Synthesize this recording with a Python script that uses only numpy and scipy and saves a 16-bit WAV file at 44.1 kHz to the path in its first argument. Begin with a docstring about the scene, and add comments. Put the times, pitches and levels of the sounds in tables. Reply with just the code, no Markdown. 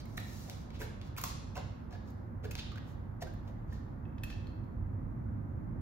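"""Dog licking its chops

A dog smacks its wet mouth about a metre away in a bare, live room. Saliva films tear in dense
crackles that ring the mouth cavity; single bubbles and tongue clicks pop between them.
Near the end a collar tag clinks. The room rings on over a slowly growing ventilation rumble."""
import sys
import numpy as np
from scipy import signal
from scipy.fft import rfft, irfft
from scipy.io import wavfile

SR = 44100
rng = np.random.default_rng(int(sys.argv[2]) if len(sys.argv) > 2 else 0)


def log_audio(samples):
    """Write samples as a 16-bit WAV file to the path given in sys.argv[1]."""
    # one column per channel
    frames = np.atleast_2d(samples).T
    # limit to full scale, then quantise
    limited = np.clip(frames, -1, 1)
    pcm = np.round(limited * 32767).astype(np.int16)
    wavfile.write(sys.argv[1], SR, pcm)


N = 256220


def undb(db):
    """Decibels to gain."""
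    return 10 ** (np.asarray(db) / 20)


def at(points, hz):
    """Interpolate (freq_hz, value) points on a log-frequency axis."""
    points_hz, values = np.transpose(points)
    return np.interp(np.log(np.maximum(hz, 1)), np.log(points_hz), values)


def freqs(x):
    """FFT bin frequencies of x in Hz."""
    return np.fft.rfftfreq(x.shape[-1], 1 / SR)


def colour(x, points):
    """Filter by (freq_hz, gain_db) points."""
    return irfft(rfft(x) * undb(at(points, freqs(x))), x.shape[-1])


def resonate(x, hz, *qs):
    """Band-pass resonance, one stage per Q."""
    for q in qs:
        x = signal.lfilter(*signal.iirpeak(hz, q, fs=SR), x)
    return x


def match_energy(x, envelope):
    """Scale x to the energy of an envelope."""
    return x * np.sqrt(np.sum(envelope ** 2) / np.sum(x ** 2))


def set_rms(x, db):
    """Scale x to an rms level."""
    return x * undb(db) / np.sqrt(np.mean(x ** 2))


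def whiten(x, envelope, skirt=0.089, passes=4):
    """Flatten a burst's spectrum while keeping it inside its envelope."""
    gate = np.minimum(envelope / (skirt * envelope.max()), 1)
    for _ in range(passes):
        phase = np.angle(rfft(x))
        x = irfft(np.exp(1j * phase), len(x)) * gate
    return x


def add_centred(track, sound, centre_s):
    """Mix in a sound with its middle sample at centre_s."""
    index = int(centre_s * SR) - len(sound) // 2 + np.arange(len(sound))
    inside = (index >= 0) & (index < N)
    track[index[inside]] += sound[inside]


# Stereo width of diffuse sound: freq_hz, side_minus_mid_db
DIFFUSE_WIDTH = [(30, -22), (60, -25.5), (125, -9.5), (250, -5.5), (500, 1.5), (1200, 1.5), (5000, -1.5),
                 (7400, 2.5), (8100, 23), (9800, 35.5), (10900, -1), (13000, -15)]

def diffuse_noise(size):
    """White noise arriving from all sides at two microphones."""
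    mid, side = rfft(rng.standard_normal((2, size)))
    width = undb(at(DIFFUSE_WIDTH, np.fft.rfftfreq(size, 1 / SR)))
    left_right = np.array([mid + width * side, mid - width * side])
    return irfft(left_right / np.hypot(1, width), size)


# Rumble spectrum: freq_hz, gain_db
RUMBLE_SPECTRUM = [(18, -42), (25, -29), (31, -23.5), (40, 1), (50, -7), (65, 1.5), (82, -5), (103, 0),
                   (125, -4), (160, -6.5), (185, -11), (235, -9.5), (310, -15.5), (370, -19), (420, -42.5),
                   (900, -84.5)]
# Air rush spectrum: freq_hz, gain_db
AIR_SPECTRUM = [(150, -20), (330, 2.5), (430, 3), (520, 7), (620, 2.5), (740, 1.5), (900, 2), (1150, -1),
                (1400, -4), (2000, -12), (3000, -31), (5000, -38.5), (9000, -36), (14000, -36.5),
                (15500, -53.5)]
# Wavering drone levels: time_s, hum_db, duct_db
DRONE_LEVELS = [(0, -63, -51), (0.7, -55.5, -57), (1.6, -50.5, -59.5), (2.9, -48, -59),
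                (4.199, -49.5, -58.5), (5.8, -43, -54.5)]

def ventilation(rumble_db=-44.5, growth_db=6, air_db=-56.5, hum_hz=98, duct_hz=216):
    """Growing turbulent rumble and two droning resonances under a steady rush of air."""
    t = np.arange(N) / SR
    rise_db = growth_db * (t / t[-1]) ** 2.4
    times_s, *levels_db = np.transpose(DRONE_LEVELS)
    hum_db, duct_db = (np.interp(t, times_s, db) for db in levels_db)
    rumble = set_rms(colour(diffuse_noise(N), RUMBLE_SPECTRUM), rumble_db + rise_db)
    hum = set_rms(resonate(diffuse_noise(N), hum_hz, 9, 4.6), hum_db)
    duct = set_rms(resonate(diffuse_noise(N), duct_hz, 12, 3.6), duct_db)
    air = set_rms(colour(diffuse_noise(N), AIR_SPECTRUM), air_db)
    return rumble + hum + duct + air


# Room decay: freq_hz, t60_s
ROOM_DECAY = [(300, 0.31), (1000, 0.5), (2600, 0.88), (5000, 0.65), (7500, 0.62), (11000, 0.3),
              (16000, 0.11)]
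# Reflection spectrum: freq_hz, gain_db
ROOM_SPECTRUM = [(400, 14), (1500, 1.5), (2600, 1), (4000, 4.4), (5300, 1.6), (7300, 0.5), (11000, 0.5),
                 (15000, 6)]

def room_response(build_s=0.00016):
    """Dense reflections decay band by band, the top treble first."""
    t = np.arange(SR) / SR
    noise, response = rfft(diffuse_noise(SR)), 0
    bands_hz = np.geomspace(250, 16000, 13)
    for hz, share in zip(bands_hz, np.eye(len(bands_hz))):
        band = irfft(noise * at(np.c_[bands_hz, share], freqs(t)), SR)
        response += band * undb(-60 * t / at(ROOM_DECAY, hz))
    response = colour(response * (1 - np.exp(-t / build_s)), ROOM_SPECTRUM)
    return response / np.sqrt(np.sum(response ** 2) / 2)


def room_echo(x, poses=7):
    """The dog moves its head, so one pattern of reflections fades into the next."""
    echo = 0
    for pose in np.eye(poses):
        crossfade = np.sqrt(np.interp(np.arange(N), np.linspace(0, N, poses), pose))
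        echo += signal.fftconvolve((x * crossfade)[None], room_response(), axes=1)[:, :N]
    return echo


# Knocks on the tag: start_s, ring_db, tick_db, treble_db, favoured_hz
TAG_KNOCKS = [ (4.054, -58.5, -79, -26.5, 2440), (4.125, -70, -80.5, -23, 2670),
              (4.182, -57, -55.5, -30, 3200), (4.235, -37.5, -40.5, -0.5, 2700),
              (4.301, -52.5, -46, -14.5, 2470), (4.327, -47, -65, -11, 2670),
              (4.470, -50, -58.5, -12.5, 4470), (4.64, -80, -69, -9, 4000)]
# Fur-damped tag modes: pitch_hz, gain_db, decay_s
TAG_RESONANCES = [(1776, 3, 0.0044), (2626, -2, 0.0055), (3190, -4.5, 0.0023), (4270, -4, 0.0024)]
# Contact tick spectrum: freq_hz, gain_db
TICK_SPECTRUM = [(500, -4.5), (1100, 3), (2000, 6), (5000, -3), (8000, 2), (12000, 1.5), (16000, -7.5)]

def collar_tag(size=8192, tick_s=0.0043, rise_s=0.0002, focus_db=25, detune=0.0072):
    """A chattering contact and a short ring; the strike point favours modes near one pitch."""
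    out = np.zeros(N)
    t = np.maximum(np.arange(size) - size // 2, 0) / SR
    attack = 1 - np.exp(-t / rise_s)
    burst = np.exp(-t / tick_s) * attack
    for start_s, ring_db, tick_db, treble_db, favoured_hz in TAG_KNOCKS:
        chatter = colour(whiten(burst * rng.standard_normal(size), burst), TICK_SPECTRUM)
        tick = match_energy(colour(chatter, [(5000, 0.0068), (12000, treble_db)]), burst)
        ring = 0
        for hz, gain_db, decay_s in TAG_RESONANCES:
            gain = undb(gain_db - focus_db * np.log2(hz / favoured_hz) ** 2)
            detuned_hz = hz * (1 + detune * rng.standard_normal())
            ring += gain * np.exp(-t / decay_s) * np.sin(2 * np.pi * detuned_hz * t)
        add_centred(out, undb(tick_db) * tick + undb(ring_db) * np.sqrt(2) * attack * ring, start_s)
    return out


# Tearing saliva spectrum: freq_hz, gain_db
SALIVA_SPECTRUM = [(250, -31.5), (700, -21.5), (1500, 0), (2400, 4.5), (3300, 2), (5000, 4.5), (7000, 4),
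                   (9000, 5), (12000, -1.5), (15500, -0.5)]

def saliva(ticks, treble_db):
    """Colour of tiny ruptures, brighter at the lips than deep in the mouth."""
    return colour(colour(ticks, SALIVA_SPECTRUM), [(3800, 0.024), (12000, treble_db)])


def fizz(x, hz, lift_db=5, width_oct=0.6):
    """Bubbles of like size lift the crackle around one pitch."""
    offset_oct = np.log2(np.maximum(freqs(x), 1) / hz)
    gain_db = lift_db * np.exp(-.5 * (offset_oct / width_oct) ** 2)
    return irfft(rfft(x) * undb(gain_db), len(x))


# Tongue clicks and bubbles: start_s, snap_db, snap_decay_s, treble_db, ring_hz, ring_db, decay_cycles
WET_CLICKS = [ (0.055, -51.5, .0022, 13, 2150, -57, 11), (0.1754, -41, 0.00085, -15, 3843, -32.5, 3.2),
              (0.1781, -35.5, 0.0013, -38, 1802, -33, 6.4), (0.2013, -42.5, .0012, 3, 3980, -43, 4),
              (0.4975, -32.5, .0012, -6.5, 3116, -47, 6.5), (0.704, -48, 0.0015, -21, 2290, -56, 11),
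              (0.803, -48, .0015, -9, 2100, -48, 5), (0.81, -52, 0.0017, -23, 922, -41, 2.3),
              (0.8158, -45, 0.00081, -30, 1618, -37, 4.7), (0.823, -45, .0011, -35, 1732, -43, 6.5),
              (1.014, -43, 0.0018, -21, 3320, -54, 9), (1.165, -43.5, 0.0015, 11, 2435, -43, 6),
              (1.2135, -37, .0009, -2, 3400, -53, 5), (1.2385, -19, 0.00039, 2.5, 1121, -27.5, 3),
              (1.2487, -34, .0009, 3, 972, -53, 4), (1.555, -46, 0.0016, -6, 2660, -40.5, 4.8),
              (1.568, -41.5, 0.00096, -3, 1490, -42, 7.8), (1.5775, -40, 0.0013, -30, 740, -39.5, 1.7),
              (1.909, -56.5, 0.0017, -13, 4600, -72, 9.8), (1.926, -55, 0.0034, -12, 1680, -55, 10),
              (1.950, -71, .004, -9, 1700, -53, 17), (2.103, -58, 0.0033, 17.5, 5100, -70, 19),
              (2.443, -47, 0.0017, -9, 1435, -51.5, 8.8), (2.452, -45, 0.0016, -17, 1662, -47, 9),
              (2.5115, -35, 0.00095, 6, 2484, -45, 4), (2.5535, -29, 0.0009, -14, 899, -47.5, 4),
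              (2.579, -41, 0.0014, -16, 4100, -46.5, 6.7), (2.588, -37, .001, -18, 3960, -42, 5),
              (2.5935, -41, 0.0011, -17, 3600, -41.5, 4.5), (2.718, -47.5, .002, -29, 1210, -49.5, 11),
              (2.757, -50.5, 0.0033, -14.5, 1490, -49, 6.7), (2.775, -52.5, .0018, -27.5, 1624, -47.5, 11),
              (2.781, -45.5, 0.0017, -33, 1857, -45.5, 5), (3.2215, -43, 0.0011, -4, 710, -41.5, 8.2),
              (3.2244, -37.5, 0.0012, -8, 1835, -43.5, 6), (3.228, -46, 0.0017, -9, 456.5, -47, 2.2),
              (3.269, -70, .005, -16.5, 1578, -53, 31), (3.337, -56, .0027, 16.5, 1736, -58.5, 12),
              (3.475, -57, 0.0056, -19, 1004, -67.5, 13), (3.725, -60, 0.0078, 10, 1805, -52, 13)]

def wet_clicks(size=8192, snap_rise_ratio=0.29, ring_rise_s=0.00052, glide=0.0609,
               wobble_rad=0.5, wobble_s=0.00032):
    """A film snaps; the air pocket behind it rings, rising slightly in pitch as it opens."""
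    out = np.zeros(N)
    t = np.maximum(np.arange(size) - size // 2, 0) / SR
    wobble_pole = np.exp(-1 / (wobble_s * SR))
    for start_s, snap_db, snap_decay_s, treble_db, ring_hz, ring_db, decay_cycles in WET_CLICKS:
        burst = np.exp(-t / snap_decay_s) * (1 - np.exp(-t / (snap_rise_ratio * snap_decay_s)))
        noise = whiten(burst * rng.standard_normal(size), burst)
        snap = match_energy(saliva(noise, treble_db), burst)
        fade = np.exp(-t * ring_hz / decay_cycles)
        pitch_hz = ring_hz * (1 + glide * (.5 - fade))
        # the pocket's soft walls wobble and roughen the tone
        wobble = signal.lfilter([1], [1, -wobble_pole], rng.standard_normal(size))
        phase = 2 * np.pi * np.cumsum(pitch_hz) / SR + wobble_rad * set_rms(wobble, 0)
        ring = np.sqrt(2) * fade * (1 - np.exp(-t / ring_rise_s)) * np.sin(phase)
        add_centred(out, undb(snap_db) * snap + undb(ring_db) * ring, start_s)
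    return out


# Lips parting: centre_s, sigma_s, crackle_db, treble_db, fizz_hz, mouth_hz, mouth_db
LIP_SMACKS = [ (0.176, 0.0028, -45.5, 6, 7000, 706, -52.5), (0.485, 0.011, -71, 1, 5000, 730, -58.5),
              (0.817, 0.012, -49.5, 0, 2000, 503, -53), (1.183, 0.0054, -42, 2.5, 2600, 1150, -45.5),
              (1.2155, 0.00098, -39.5, 13, 12000, 2090, -62), (1.2398, 0.0015, -34.5, 2.5, 6000, 1200, -47),
              (1.256, 0.0029, -46, 5, 6200, 1000, -63), (1.290, 0.015, -50, -3, 5300, 1020, -59),
              (1.573, 0.01, -51.5, -15, 6000, 840, -45), (1.935, 0.014, -62.5, -20, 6000, 700, -58),
              (2.449, 0.0082, -57.5, -7.5, 3000, 437, -50), (2.516, 0.0038, -49, 1, 5500, 2410, -52.5),
              (2.593, 0.0077, -46, -18.5, 4500, 3200, -56), (3.224, 0.007, -50.5, -9, 6500, 620, -46.5),
              (3.486, 0.014, -71.5, 1.5, 5000, 664, -58)]
# Tongue sliding over the chops: centre_s, sigma_s, crackle_db, treble_db, fizz_hz
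TONGUE_LICKS = [ (0.000, 0.01, -55.5, -9, 4460), (0.359, 0.12, -59, 2.5, 5150),
                (0.754, 0.013, -59.5, -15, 3000), (1.064, 0.02, -68.5, -6, 5070),
                (2.084, 0.015, -69.5, -5, 5260), (2.632, 0.035, -63, -19, 3800),
                (2.895, 0.026, -70.5, 4, 6000), (3.738, 0.027, -67.5, -14, 6000),
                (4.312, 0.022, -61.5, -16, 4600)]

def smacks_and_licks(size=32768, ticks_per_s=2500, slide_s=.012, scatter_db=3, mouth_q=2.7,
                     upper_hz=1650, upper_rel_db=-11, lick_mouth_hz=760, lick_mouth_rel_db=-20.5):
    """Swells of saliva ruptures, heard directly and through two mouth resonances."""
    out = np.zeros(N)
    t = (np.arange(size) - size // 2) / SR
    # the nearly closed mouth rings faintly under a lick
    licks = [(centre_s, sigma_s, db, treble_db, fizz_hz, lick_mouth_hz, db + lick_mouth_rel_db)
             for centre_s, sigma_s, db, treble_db, fizz_hz in TONGUE_LICKS]
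    for centre_s, sigma_s, crackle_db, treble_db, fizz_hz, mouth_hz, mouth_db in LIP_SMACKS + licks:
        swell = np.exp(-.5 * (t / sigma_s) ** 2)
        strength = rng.choice([-1, 1], size) * undb(scatter_db * rng.standard_normal(size))
        rate_per_s = ticks_per_s * (1 + sigma_s / slide_s)  # long slides fizz more finely
        ticks = swell * strength * (rng.random(size) < rate_per_s / SR)
        mouth = match_energy(resonate(ticks, mouth_hz, mouth_q, 1), swell)
        upper = match_energy(resonate(ticks, upper_hz, 1, 1), swell)
        cavity = mouth + undb(upper_rel_db) * upper
        ruptures = saliva(whiten(ticks, swell), treble_db)
        crackle = match_energy(fizz(ruptures, fizz_hz), swell)
        add_centred(out, undb(crackle_db) * crackle + undb(mouth_db) * cavity, centre_s)
    return out


def direct_path(x, right_lead):
    """The straight path reaches one microphone before the other."""
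    turn = np.exp(.5j * at(right_lead, freqs(x)))
    return irfft(rfft(x) * np.array([1 / turn, turn]), N)


# Mouth direction, to the right: freq_hz, right_lead_rad
MOUTH_LEAD = [(100, 0), (1200, .6), (3200, 2), (4600, 3.9), (6400, 5.1), (7400, 4.6), (8500, 3.3),
              (10000, 3), (11500, 1), (12600, 0)]
# Tag direction: freq_hz, right_lead_rad
TAG_LEAD = [(100, 0), (2600, -1.4), (4300, -1), (7400, -2.6), (9500, -3.3), (13000, -6), (15000, -6.3)]
# Reflected share as the mouth turns towards and away: time_s, send_db
MOUTH_SEND = [(0.2, 0.5), (1.2, 1), (2.6, -1.1), (3.2, -4.5), (3.7, -0.5)]

def scene(click_send_db=-1, tag_send_db=-2.5):
    """Mouth and tag, direct and reflected, over the ventilation."""
    air = ventilation()
    smacks, clicks, clinks = smacks_and_licks(), wet_clicks(), collar_tag()
    send_db = np.interp(np.arange(N) / SR, *np.transpose(MOUTH_SEND))
    mouth_send = undb(send_db) * (smacks + undb(click_send_db) * clicks)  # clicks face forward: drier
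    echo = room_echo(mouth_send + undb(tag_send_db) * clinks)
    return air + echo + direct_path(clinks, TAG_LEAD) + direct_path(smacks + clicks, MOUTH_LEAD)


# Microphone balance: freq_hz, left_minus_right_db
MIC_BALANCE = [(100, -3.5), (300, -2), (1000, -0.6), (2000, -2), (5000, 0.5)]

def record(dry, cutoff_hz=15700):
    """The right microphone takes a little more bass; a steep low-pass cuts the top."""
    tilt_db = at(MIC_BALANCE, freqs(dry)) / 2
    stereo = irfft(rfft(dry) * undb([tilt_db, -tilt_db]), N)
    lowpass = signal.ellip(10, .1, 80, cutoff_hz, fs=SR, output="sos")
    return signal.sosfilt(lowpass, stereo)


dry = scene()
out = record(dry)
log_audio(out)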